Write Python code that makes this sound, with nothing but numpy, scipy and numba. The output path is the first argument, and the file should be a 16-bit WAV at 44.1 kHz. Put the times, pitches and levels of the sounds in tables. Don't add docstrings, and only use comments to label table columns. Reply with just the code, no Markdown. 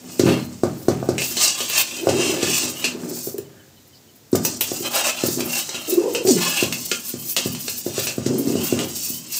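import sys
import numpy as np
from scipy import signal
from scipy.fft import rfft, irfft
from scipy.io import wavfile
from scipy.ndimage import uniform_filter1d
from numba import njit

SR = 44100
rng = np.random.default_rng(int(sys.argv[2]) if len(sys.argv) > 2 else 0)


def output_pcm(signal):
    pcm = np.clip(np.atleast_2d(signal).T, -1, 1) * 32767
    wavfile.write(sys.argv[1], SR, np.round(pcm).astype(np.int16))


N = 414099
T = np.arange(N) / SR

# (frequency [Hz], relative density [dB per Hz])
AIR_SPECTRUM = [(24, -80), (40, -5), (108, 5.5), (170, 1), (325, 0), (637, -8.5), (686, -8), (1190, -15),
                (2010, -14), (2160, -15), (4680, -13), (7160, -12), (10100, -21.5), (15500, -13.5)]
# (frequency [Hz], t60 [s])
KITCHEN_DECAY = [(100, 1), (300, 0.15), (1000, 0.28), (4000, 0.27), (8000, 0.24), (15000, 0.091)]

# (fastest moment [s], rise [s], fall [s], then before the mix in scouring():
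# hiss of the wet fibres [dB], scratch on the metal [dB], grind of the pressed wall [dB])
STROKES = [(.18, 0.09, 0.054, -43, -36.5, -47), (.3, 0.08, 0.12, -65, -49, -30),
           (.8, .06, 0.12, -41.5, -48, -71), (1.21, 0.019, 0.19, -33, -27, -33),
           (1.434, 0.062, 0.094, -28, -14.5, -20), (1.58, 0.12, 0.17, -40, -29.5, -29),
           (1.785, 0.077, 0.056, -23.5, -18, -18.5), (1.94, 0.18, 0.13, -54, -32, -32.5),
           (2.27, 0.14, 0.13, -39, -25, -24.5), (2.45, 0.056, 0.097, -44, -48, -25),
           (2.58, 0.16, 0.14, -28, -19.5, -24), (2.85, 0.11, 0.081, -43, -44, -30.5),
           (3.18, 0.14, 0.16, -34, -31, -64), (4.47, 0.059, 0.12, -35, -28, -53),
           (4.7, 0.095, 0.2, -30, -28, -40), (4.858, 0.021, 0.036, -33, -27.5, -23),
           (4.97, 0.056, 0.077, -27, -23.5, -20), (5.06, 0.049, 0.081, -31, -23, -22.5),
           (5.22, 0.095, 0.088, -48, -37, -29.5), (5.3, 0.11, 0.13, -27, -25, -56),
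           (5.579, 0.096, 0.073, -26.5, -22, -26), (5.76, 0.079, 0.19, -59, -52, -34),
           (5.91, 0.028, 0.084, -33, -28.5, -36.5), (6.14, 0.18, .06, -47, -41, -44),
           (6.301, 0.04, 0.074, -28, -16.5, -51), (6.45, 0.08, 0.08, -28.5, -23, -20.5),
           (6.6, 0.095, 0.079, -29, -23, -21.5), (6.86, .15, 0.13, -31, -27.5, -43),
           (7.1, 0.095, 0.05, -30.5, -29, -41), (7.29, 0.075, 0.07, -27.5, -30, -44),
           (7.43, 0.055, 0.2, -32, -31.5, -35.5), (7.74, 0.19, 0.19, -31.5, -30, -48),
           (8.0, 0.072, 0.12, -28.5, -26, -29), (8.39, 0.09, 0.23, -41, -37, -60),
           (8.68, 0.18, 0.18, -31.5, -27.5, -30.5), (8.83, 0.043, 0.05, -50, -34, -32),
           (9.05, 0.16, 0.13, -27, -26.5, -42.5), (9.35, 0.056, 0.13, -28.5, -26, -35.5)]
# (from [s], to [s], level [dB])
LIGHT_CONTACT = [(0, 1.17, -54.5), (1.21, 2.9, -45.5), (2.9, 3.22, -53.5), (4.654, 9.39, -46.5)]
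# (hiss [dB], scratch [dB], grind [dB])
LIGHT_TOUCH_DB = (2, 8.5, 1)
# (time [s], relative level [dB])
PAD_DEPTH = [(0, -8), (1.8, -11), (2.5, -9), (5.0, 0.5), (5.6, -3.5), (6.5, -5.5), (7.4, -12), (8.6, -3),
             (9.39, -19)]
# (frequency [Hz], relative density [dB per Hz])
HISS_SPECTRUM = [(4500, -22), (8000, -11), (9600, -7), (12200, -6.5), (13600, 0), (15400, 0)]
SCRATCH_SPECTRUM = [(2000, -24), (3400, -14), (4400, -4), (5400, -1), (7200, 0), (8200, 0), (9200, -9),
                    (10500, -19), (15000, -24)]
CAVITY_SPECTRUM = [(320, -20), (520, -5.5), (800, -0.5), (1050, -25.5), (1300, -2.5), (1800, -17),
                   (2400, -27), (4500, -36)]
# (frequency [Hz], relative level [dB], t60 that sets the clinks' ring [s])
WALL_MODES = [(1070, -11, .1), (1217, -12, .12), (1405, -12, .12), (1740, -14, .1), (2150, -14, .1),
              (2470, -9, .1), (2570, -8, .1), (2685, -2, .13), (2826, -1, .13), (3000, -2, .1),
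              (3147, -1, .1), (3386, -5, .13), (3739, -5, .1), (3914, -5, .12), (4225, -1, .12),
              (4722, -3, .12), (5247, -3, .12), (5880, -2, .12), (6400, -6, .09), (7150, -3, .09),
              (7900, -2, .1)]
# (frequency [Hz], relative level [dB], t60 before scaling [s])
BODY_MODES = [(107, -8.5, 0.97), (131.3, -7.5, 1), (184, 1, 0.13), (246, 3.5, 0.081), (313.4, 2, 0.11),
              (337.7, -2, 0.067), (346.6, -8.5, 0.33), (399, -3.5, 0.25), (530.7, -1, 0.086),
              (596, -3, 0.037), (650, -19, 0.45), (733, -11, 0.14), (860, -41, 0.19), (1184, -10, 0.066),
              (1505, -20.5, 0.15)]

# (fastest moment [s], rise [s], fall [s], relative level [dB], strongest pitch [Hz])
TURNS = [(.07, 0.066, 0.24, -37.5, 229), (.28, 0.046, 0.13, -14, 260), (1.93, 0.084, .07, -42, 300),
         (2.19, 0.19, 0.33, -23.5, 395), (2.64, 0.043, 0.1, -25.5, 296), (3.08, 0.6, 0.3, -33, 240),
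         (5.4, 0.034, 0.14, -23, 287), (6.3, 0.14, 0.36, -34, 365), (8.36, 0.19, 0.47, -32.5, 295),
         (8.79, .07, 0.13, -24, 290), (9.13, 0.064, 0.086, -53, 240)]
# (time [s], peak [dB], t60 [s])
SPITS = [(.19, -16, .05), (3.38, -18, .02), (3.873, -36, .06), (4.157, -34, .06), (4.315, -25, .06),
         (4.352, -10, 0.037), (4.437, -18, .06), (4.449, -2, .06), (4.608, 0.5, 0.062), (5.899, -9, .05),
         (5.939, -12, 0.045), (6.135, -15, .06), (6.251, -15, .03), (6.725, -15, .05), (7.365, -10, .07),
         (8.384, -11.5, 0.095)]
# (time [s], thud peak [dB], strongest pitch [Hz],
# hardness as relative upper ring [dB], metallic crack relative to the thud [dB])
KNOCKS = [(0.195, -.5, 310, -16, -12.5), (0.234, -4, 300, -21, -23), (.255, -3, 215, -27.5, -18),
          (.29, -10.5, 256, -22.5, -31), (.634, -0.5, 312, -9, -20.5), (.883, 2, 334, -10, -18.5),
          (1.027, -10.5, 260, -5.5, -34), (1.088, -2, 322, -10.5, -18), (1.311, -24.5, 342, -15, 7),
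          (2.07, 0.5, 436, -6.5, -23), (2.092, -6.5, 336, -8.5, -8), (2.429, -7, 308, -13.5, -4),
          (3.271, -16, 366, -14.5, -29), (3.342, -18.5, 393, -19, -37), (3.384, -17, 400, -23, -33),
          (4.329, -0.5, 282, -21.5, -20), (4.349, -4, 342, -10, -21), (4.716, -13.5, 364, -9, -8),
          (4.805, -17, 320, -23.5, -34), (5.236, -6.5, 305, -13.5, -6.5), (5.284, -11.5, 315, -25.5, -5),
          (5.371, -14, 288, -26.5, -25), (5.425, -19.5, 330, -29, -24), (5.921, -11.5, 357, -45.5, -30),
          (5.971, -4.5, 360, -48, -33), (6.105, -31, 380, -19, -28), (6.249, -10, 365, -16.5, -26),
          (6.275, -6, 355, -25.5, -33), (6.625, -5.5, 296, -15.5, -27), (7.138, -16.5, 272, -20.5, -13),
          (7.457, -9, 220, -19.5, -22), (7.863, -10.5, 308, -14, -15), (7.979, -10.5, 397, -12.5, -8),
          (8.18, -9, 256, -16.5, -17.5), (8.262, -6.5, 272, -22.5, -9.5), (8.471, -9, 253, -29, -14),
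          (8.553, -7.5, 244, -17.5, -25), (8.724, -3, 286, -16, -24), (9.1, -22.5, 232, -28, -7)]
# (frequency [Hz], relative density [dB per Hz])
CLASH_SPECTRUM = [(200, 5.5), (400, 13.5), (1000, -1.5), (2000, 0), (2700, -11), (4200, 5.5), (8000, 6.5),
                  (10000, -7), (12000, -5), (14500, -10)]
# (time [s], peak [dB], favoured pitch [Hz], clash t60 before its limit [s])
CLINKS = [(.195, -11, 4930, 0.032), (0.289, -14, 3270, 0.38), (1.181, -9.5, 2220, 0.18),
          (1.219, -10.5, 2630, 0.042), (1.369, -11.5, 4730, 0.3), (1.605, -9, 3170, 0.12),
          (1.699, -11, 2680, 0.084), (2.089, -12.5, 2600, 0.17), (2.842, -6, 2970, 0.13),
          (3.382, -23, 7400, 0.014), (4.354, -10.5, 7800, 0.042), (4.45, -6.5, 6330, 0.067),
          (4.61, -8.5, 3180, 0.083), (5.406, -9.5, 2510, 0.034), (5.691, -15.5, 6660, 0.061),
          (5.745, -16, 1810, 0.25), (6.149, -10, 2920, 0.13), (6.272, -11.5, 5660, 0.12),
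          (6.725, -8.5, 2880, 0.042), (6.915, -5.5, 1510, 0.041), (7.365, -5, 3580, 0.16),
          (7.549, -15.5, 4940, 0.038), (7.681, -11, 4300, 0.038), (7.991, -13, 4250, 0.091),
          (8.07, -11, 4840, 0.21), (8.261, -22.5, 6100, 0.17), (8.79, -10, 2920, 0.038)]
# (time [s], relative level [dB], pitch [Hz])
SLIDES = [
    [(1.99, -38, 259.3), (2.06, -24, 359.2), (2.17, -25.5, 349.6), (2.3, -25, 320), (2.42, -30, 339),
     (2.52, -30, 292)],
    [(2.95, -27, 235.4), (2.98, -41, 264), (3.05, -34.5, 279), (3.13, -29, 309), (3.2, -43, 318)],
    [(5.88, -24.5, 342.2), (5.93, -23.5, 321.5), (6.0, -21, 357.4), (6.05, -19, 434), (6.1, -24.5, 467),
     (6.15, -23.5, 472), (6.23, -28, 460)],
    [(6.25, -19, 370), (6.3, -12, 345.3), (6.33, -18.5, 236), (6.37, -22, 181), (6.44, -34, 151)],
    [(8.25, -44, 266.4), (8.31, -19, 308), (8.36, -18, 256.6), (8.43, -28, 276.4), (8.51, -21, 331),
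     (8.56, -23, 248.7), (8.65, -27, 232)],
]
CHIRP_TIMES = [3.437, 3.586, 3.76, 3.92, 4.075]
# (time [s], length [s], pitch [Hz], level before its fades [dB])
RUSTLES = [(3.5, .22, 1650, -58), (3.72, .12, 4000, -64), (3.93, .06, 4800, -52)]

SWING_DB, SWING_POWER = 12.5, 1.88
LIFT_S = 0.1
ROCK_DB, ROCK_T60_S = -25, 0.97
NUDGE_DB, NUDGE_HZ = -18, 380
HELD_DB, HELD_HZ = 2.5, 260
SWELL_S, SWELL_DOUBLES_DB = 0.00109, 14.5


def from_db(db):
    return 10 ** (np.asarray(db) / 20)


def rms_one(x):
    return x / np.sqrt(np.mean(x ** 2) + 1e-20)


def unit_energy(x):
    return x / np.sqrt(np.sum(x ** 2) + 1e-20)


def peak_one(x):
    return x / abs(x).max()


def in_time(rows):
    times, *columns = np.transpose(rows)
    return [np.interp(T, times, column) for column in columns]


def at_hz(points, hz):
    f, value = np.transpose(points)
    return np.interp(np.log(np.maximum(hz, 1)), np.log(f), value)


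def add(out, s, sound):
    start = max(round(s * SR), 0)
    out[start:start + len(sound)] += sound[:max(N - start, 0)]


def band_pass(x, low_hz, high_hz):
    return signal.sosfilt(signal.butter(2, [low_hz, high_hz], "band", fs=SR, output="sos"), x)


def colour(x, spectrum, size=2048):
    hz = np.arange(size // 2 + 1) * SR / size
    low_fall = np.minimum((hz + 10) / spectrum[0][0], 1) ** 2
    gain = from_db(at_hz(spectrum, hz)) * low_fall
    cepstrum = irfft(np.log(gain))
    cepstrum[1:size // 2] *= 2
    cepstrum[size // 2 + 1:] = 0
    response = irfft(np.exp(rfft(cepstrum)))
    return signal.fftconvolve(x, response)[:len(x)]


def drift(rate):
    knots = rng.standard_normal(2048)
    return rms_one(np.interp(T * min(rate, 200), np.arange(len(knots)), knots))


def ring(x, hz, t60):
    r, w = from_db(-60 / (t60 * SR)), 2 * np.pi * hz / SR
    return signal.lfilter([0, np.sin(w)], [1, -2 * r * np.cos(w), r * r], x + 1e-18)


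@njit
def moving_ring(x, w, r):
    out, state = np.zeros(len(x)), 0j
    for i in range(len(x)):
        state = state * r * complex(np.cos(w[i]), np.sin(w[i])) + x[i]
        out[i] = state.real
    return out


def resonate(x, hz, width_hz):
    return rms_one(moving_ring(x, 2 * np.pi * hz / SR, np.exp(-np.pi * width_hz / SR)))


def slips(per_s, spread_db, flutter_db):
    sizes = from_db(spread_db * np.minimum(rng.exponential(1, N), 4)) * rng.choice([-1, 1], N)
    happens = rng.random(N) < per_s / SR
    return sizes * happens * from_db(flutter_db * drift(70))


def favour(hz, centre_hz, octaves, reach_db):
    closeness = np.exp(-.5 * (np.log2(hz / centre_hz) / octaves) ** 2)
    return from_db(reach_db * (closeness - 1.5))


def swing(s, rise_s, fall_s):
    away = np.maximum((s - T) / rise_s, (T - s) / fall_s)
    gain, near = np.zeros(N), away < 4
    gain[near] = from_db(-SWING_DB * away[near] ** SWING_POWER)
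    return gain


def room_air(level_db=-50):
    return from_db(level_db) * rms_one(colour(rng.standard_normal(N), AIR_SPECTRUM))


def kitchen(x, build_s=0.0043):
    t, tail = T[:SR], 0
    edges = np.geomspace(60, 16000, 9)
    for low, high in zip(edges, edges[1:]):
        band = band_pass(rng.standard_normal(len(t)), low, high)
        tail = tail + band * from_db(-60 * t / at_hz(KITCHEN_DECAY, np.sqrt(low * high)))
    build_up = 1 - np.exp(-(t / build_s) ** 2)
    return signal.fftconvolve(x, unit_energy(tail * build_up))[:N]


def contact():
    touches = []
    for start, end, db in LIGHT_CONTACT:
        lift = np.clip(np.minimum(T - start, end - T) / LIFT_S + 1, 0, 1) ** 2
        touches.append(from_db(db) * lift)
    return np.max(touches, axis=0)


def hand_work():
    touch = contact()
    power = [(from_db(db) * touch) ** 2 for db in LIGHT_TOUCH_DB]
    for s, rise_s, fall_s, *levels_db in STROKES:
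        stroke = swing(s, rise_s, fall_s) ** 2
        power = [p + from_db(db) ** 2 * stroke for p, db in zip(power, levels_db)]
    return np.sqrt(power)


def pot_wall(x, shade_db=4.5, detune=0.019, width_share=0.029):
    out = 0
    for hz, db, _ in WALL_MODES:
        shaded_db = shade_db * drift(13) - 7 * np.clip(np.log2(hz / 3500), 0, 1.2)
        mode = resonate(x, hz * (1 + detune * drift(13)), width_share * hz)
        out = out + from_db(db + shaded_db) * mode
    return rms_one(out / np.sqrt(uniform_filter1d(out ** 2, size=2048) + 1e-9))


def inside_pot(x, echo_share=0.32, wander_share=0.0696):
    out = x
    for delay_s in (.0011, .0019, .0034):
        delay = delay_s * (1 + wander_share * drift(7))
        out = out + echo_share * np.interp(T - delay, T, x)
    return rms_one(out)


def scouring(hiss, scratch, grind, hiss_db=4.0, scratch_db=-2.5, grind_db=-1.4, hollow_db=-7.0):
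    depth_db, = in_time(PAD_DEPTH)
    catching = rms_one(from_db(1.3 * drift(30) + .9 * drift(110)))
    squelch = from_db(2.0 * drift(30))
    fibres = slips(per_s=12000, spread_db=1.0, flutter_db=-3.5) * squelch
    grit = slips(per_s=4600, spread_db=3.0, flutter_db=-1.26)
    pressed = slips(per_s=5000, spread_db=1.5, flutter_db=1.5)
    out = hiss * from_db(hiss_db) * rms_one(colour(fibres, HISS_SPECTRUM))
    out += scratch * from_db(scratch_db) * inside_pot(colour(grit, SCRATCH_SPECTRUM))
    out += grind * from_db(grind_db) * inside_pot(pot_wall(pressed))
    out += grind * from_db(depth_db + hollow_db) * inside_pot(colour(grit, CAVITY_SPECTRUM))
    return catching * out


def belly_motion(grind):
    moves = [(from_db(db) * swing(s, rise_s, fall_s), hz) for s, rise_s, fall_s, db, hz in TURNS]
    moves += [(from_db(NUDGE_DB) * grind, NUDGE_HZ), (from_db(HELD_DB) * contact(), HELD_HZ)]
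    power = sum(gain ** 2 for gain, hz in moves) + 1e-12
    weighted = sum(gain ** 2 * hz for gain, hz in moves) + 1e-12 * HELD_HZ
    rocking = from_db(ROCK_DB - 60 * T[:SR] / ROCK_T60_S) ** 2
    for s, db, hz, *_ in KNOCKS:
        add(power, s, from_db(db) ** 2 * rocking)
        add(weighted, s, from_db(db) ** 2 * rocking * hz)
    return np.sqrt(power), weighted / power


def rolling(grind, level_db=-3.5, reach_db=15, ring_share=2.08):
    level, pitch = belly_motion(grind)
    bumps = np.diff(slips(per_s=1500, spread_db=1.5, flutter_db=2.25), prepend=0)
    out, power = 0, 0
    for hz, db, t60 in BODY_MODES:
        gain = from_db(db) * (favour(hz, pitch, octaves=0.43, reach_db=reach_db) + from_db(-26))
        out = out + gain * rms_one(ring(bumps, hz, ring_share * t60))
        power = power + gain ** 2
    return level * from_db(level_db) * out / np.sqrt(power)


def spits(hold_s=.004):
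    out, t = np.zeros(N), T[:SR // 8]
    for s, db, t60 in SPITS:
        fade = from_db(-60 * np.maximum(t - hold_s, 0) / t60)
        spray = colour(rng.laplace(size=len(t)) * fade, HISS_SPECTRUM)
        add(out, s, from_db(db) * peak_one(spray))
    return out


def knocks(upper_db=25.0, crack_t60=0.084, damping=0.23, linger_db=-19, linger_t60=1.0):
    out, t = np.zeros(N), T[:SR // 3]
    radiation = signal.butter(1, 130, "high", fs=SR, output="sos")
    for s, db, pitch, upper, crack_db in KNOCKS:
        thud, swell_s = 0, SWELL_S * 2 ** (-upper / SWELL_DOUBLES_DB)
        reach_db = 5.5 + 6 * swell_s / SWELL_S
        for hz, mode_db, t60 in BODY_MODES:
            hardness = np.clip(np.log2(hz / 400) * 2, 0, 1)
            chance_db = rng.normal(0, 2)
            gain = from_db(mode_db + hardness * (upper + upper_db) + chance_db)
            gain = gain * favour(hz, pitch, octaves=0.24, reach_db=reach_db)
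            wave = np.sin(2 * np.pi * hz * (1 + rng.normal(0, 0.011)) * (t - swell_s))
            stopped = from_db(-60 * t / (t60 * damping))
            linger = from_db(linger_db - 60 * t / linger_t60) * favour(hz, pitch, octaves=0.5, reach_db=36)
            thud = thud + gain * wave * (stopped + linger)
        thud = signal.sosfilt(radiation, thud * (1 - np.exp(-(t / swell_s) ** 2)))
        crack = colour(rng.standard_normal(len(t)) * from_db(-60 * t / crack_t60), CLASH_SPECTRUM)
        add(out, s, from_db(db) * (peak_one(thud) + from_db(crack_db) * peak_one(crack)))
    return out


def clinks(chatter_s=0.0012, detune=0.0051, ring_share=0.62, clash_db=-0.5, longest_clash_s=.15):
    out, t = np.zeros(N), T[:SR // 3]
    for s, db, pitch, clash_t60 in CLINKS:
        chatter = rng.standard_normal(len(t)) * np.exp(-t / chatter_s)
        tone = 0
        for hz, mode_db, t60 in WALL_MODES:
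            gain = from_db(mode_db) * favour(hz, pitch, octaves=.45, reach_db=13)
            ring_t60 = ring_share * np.sqrt(t60 * clash_t60)
            tone = tone + gain * ring(chatter, hz * (1 + rng.normal(0, detune)), ring_t60)
        fade = from_db(-60 * t / min(clash_t60, longest_clash_s))
        clash = colour(rng.standard_normal(len(t)) * fade, CLASH_SPECTRUM)
        clink = unit_energy(tone) + from_db(clash_db) * unit_energy(clash)
        add(out, s, from_db(db) * peak_one(clink))
    return out


def groans(note_hz=365., note_width_hz=140):
    out, wobble, swell = np.zeros(N), .085 * drift(150), rms_one(from_db(3 * drift(70)))
    note = np.full(N, note_hz)
    for rows in SLIDES:
        level_db, pitch = in_time(rows)
        sliding = uniform_filter1d(1. * ((T > rows[0][0]) & (T < rows[-1][0])), size=600)
        phase = 2 * np.pi * np.cumsum(pitch * (1 + wobble)) / SR
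        moan = swell * (np.sin(phase) + from_db(-17) * np.sin(2 * phase))
        woken = resonate(rng.standard_normal(N), note, note_width_hz)
        belly = .6 * resonate(woken, note, note_width_hz)
        out += sliding * from_db(level_db) * (moan + belly)
    return out


def chirps(level_db=-53.0, start_hz=3200, fall_hz=330, length_s=0.039):
    out, t = np.zeros(N), T[:int(length_s * SR)]
    for s in CHIRP_TIMES:
        phase = 2 * np.pi * np.cumsum(start_hz - fall_hz * t / length_s) / SR
        add(out, s, from_db(level_db) * np.sin(phase) * np.hanning(len(t)))
    return out


def rustles():
    out = np.zeros(N)
    for s, length_s, hz, db in RUSTLES:
        noise = rms_one(band_pass(rng.standard_normal(int(length_s * SR)), hz / 1.12, hz * 1.07))
        add(out, s, from_db(db) * noise * np.hanning(len(noise)) ** .5)
    return out


def scene(knock_room_db=-4.5, clink_room_db=-4.5, rub_room_db=-12.0):
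    air = room_air()
    hiss, scratch, grind = hand_work()
    rub = scouring(hiss, scratch, grind) + rolling(grind) + groans() + chirps() + rustles()
    bright = spits() + clinks()
    knock = knocks()
    sent = from_db(rub_room_db) * rub + from_db(knock_room_db) * knock + from_db(clink_room_db) * bright
    return np.tile(rub + knock + bright + kitchen(sent) + air, (2, 1))


def record(dry, bass_hz=75, cutoff_hz=15550):
    thin = signal.sosfilt(signal.butter(3, bass_hz, "high", fs=SR, output="sos"), dry)
    steep = signal.ellip(12, .1, 80, cutoff_hz, fs=SR, output="sos")
    return signal.sosfilt(steep, np.tanh(thin))


dry = scene()
out = record(dry)
output_pcm(out)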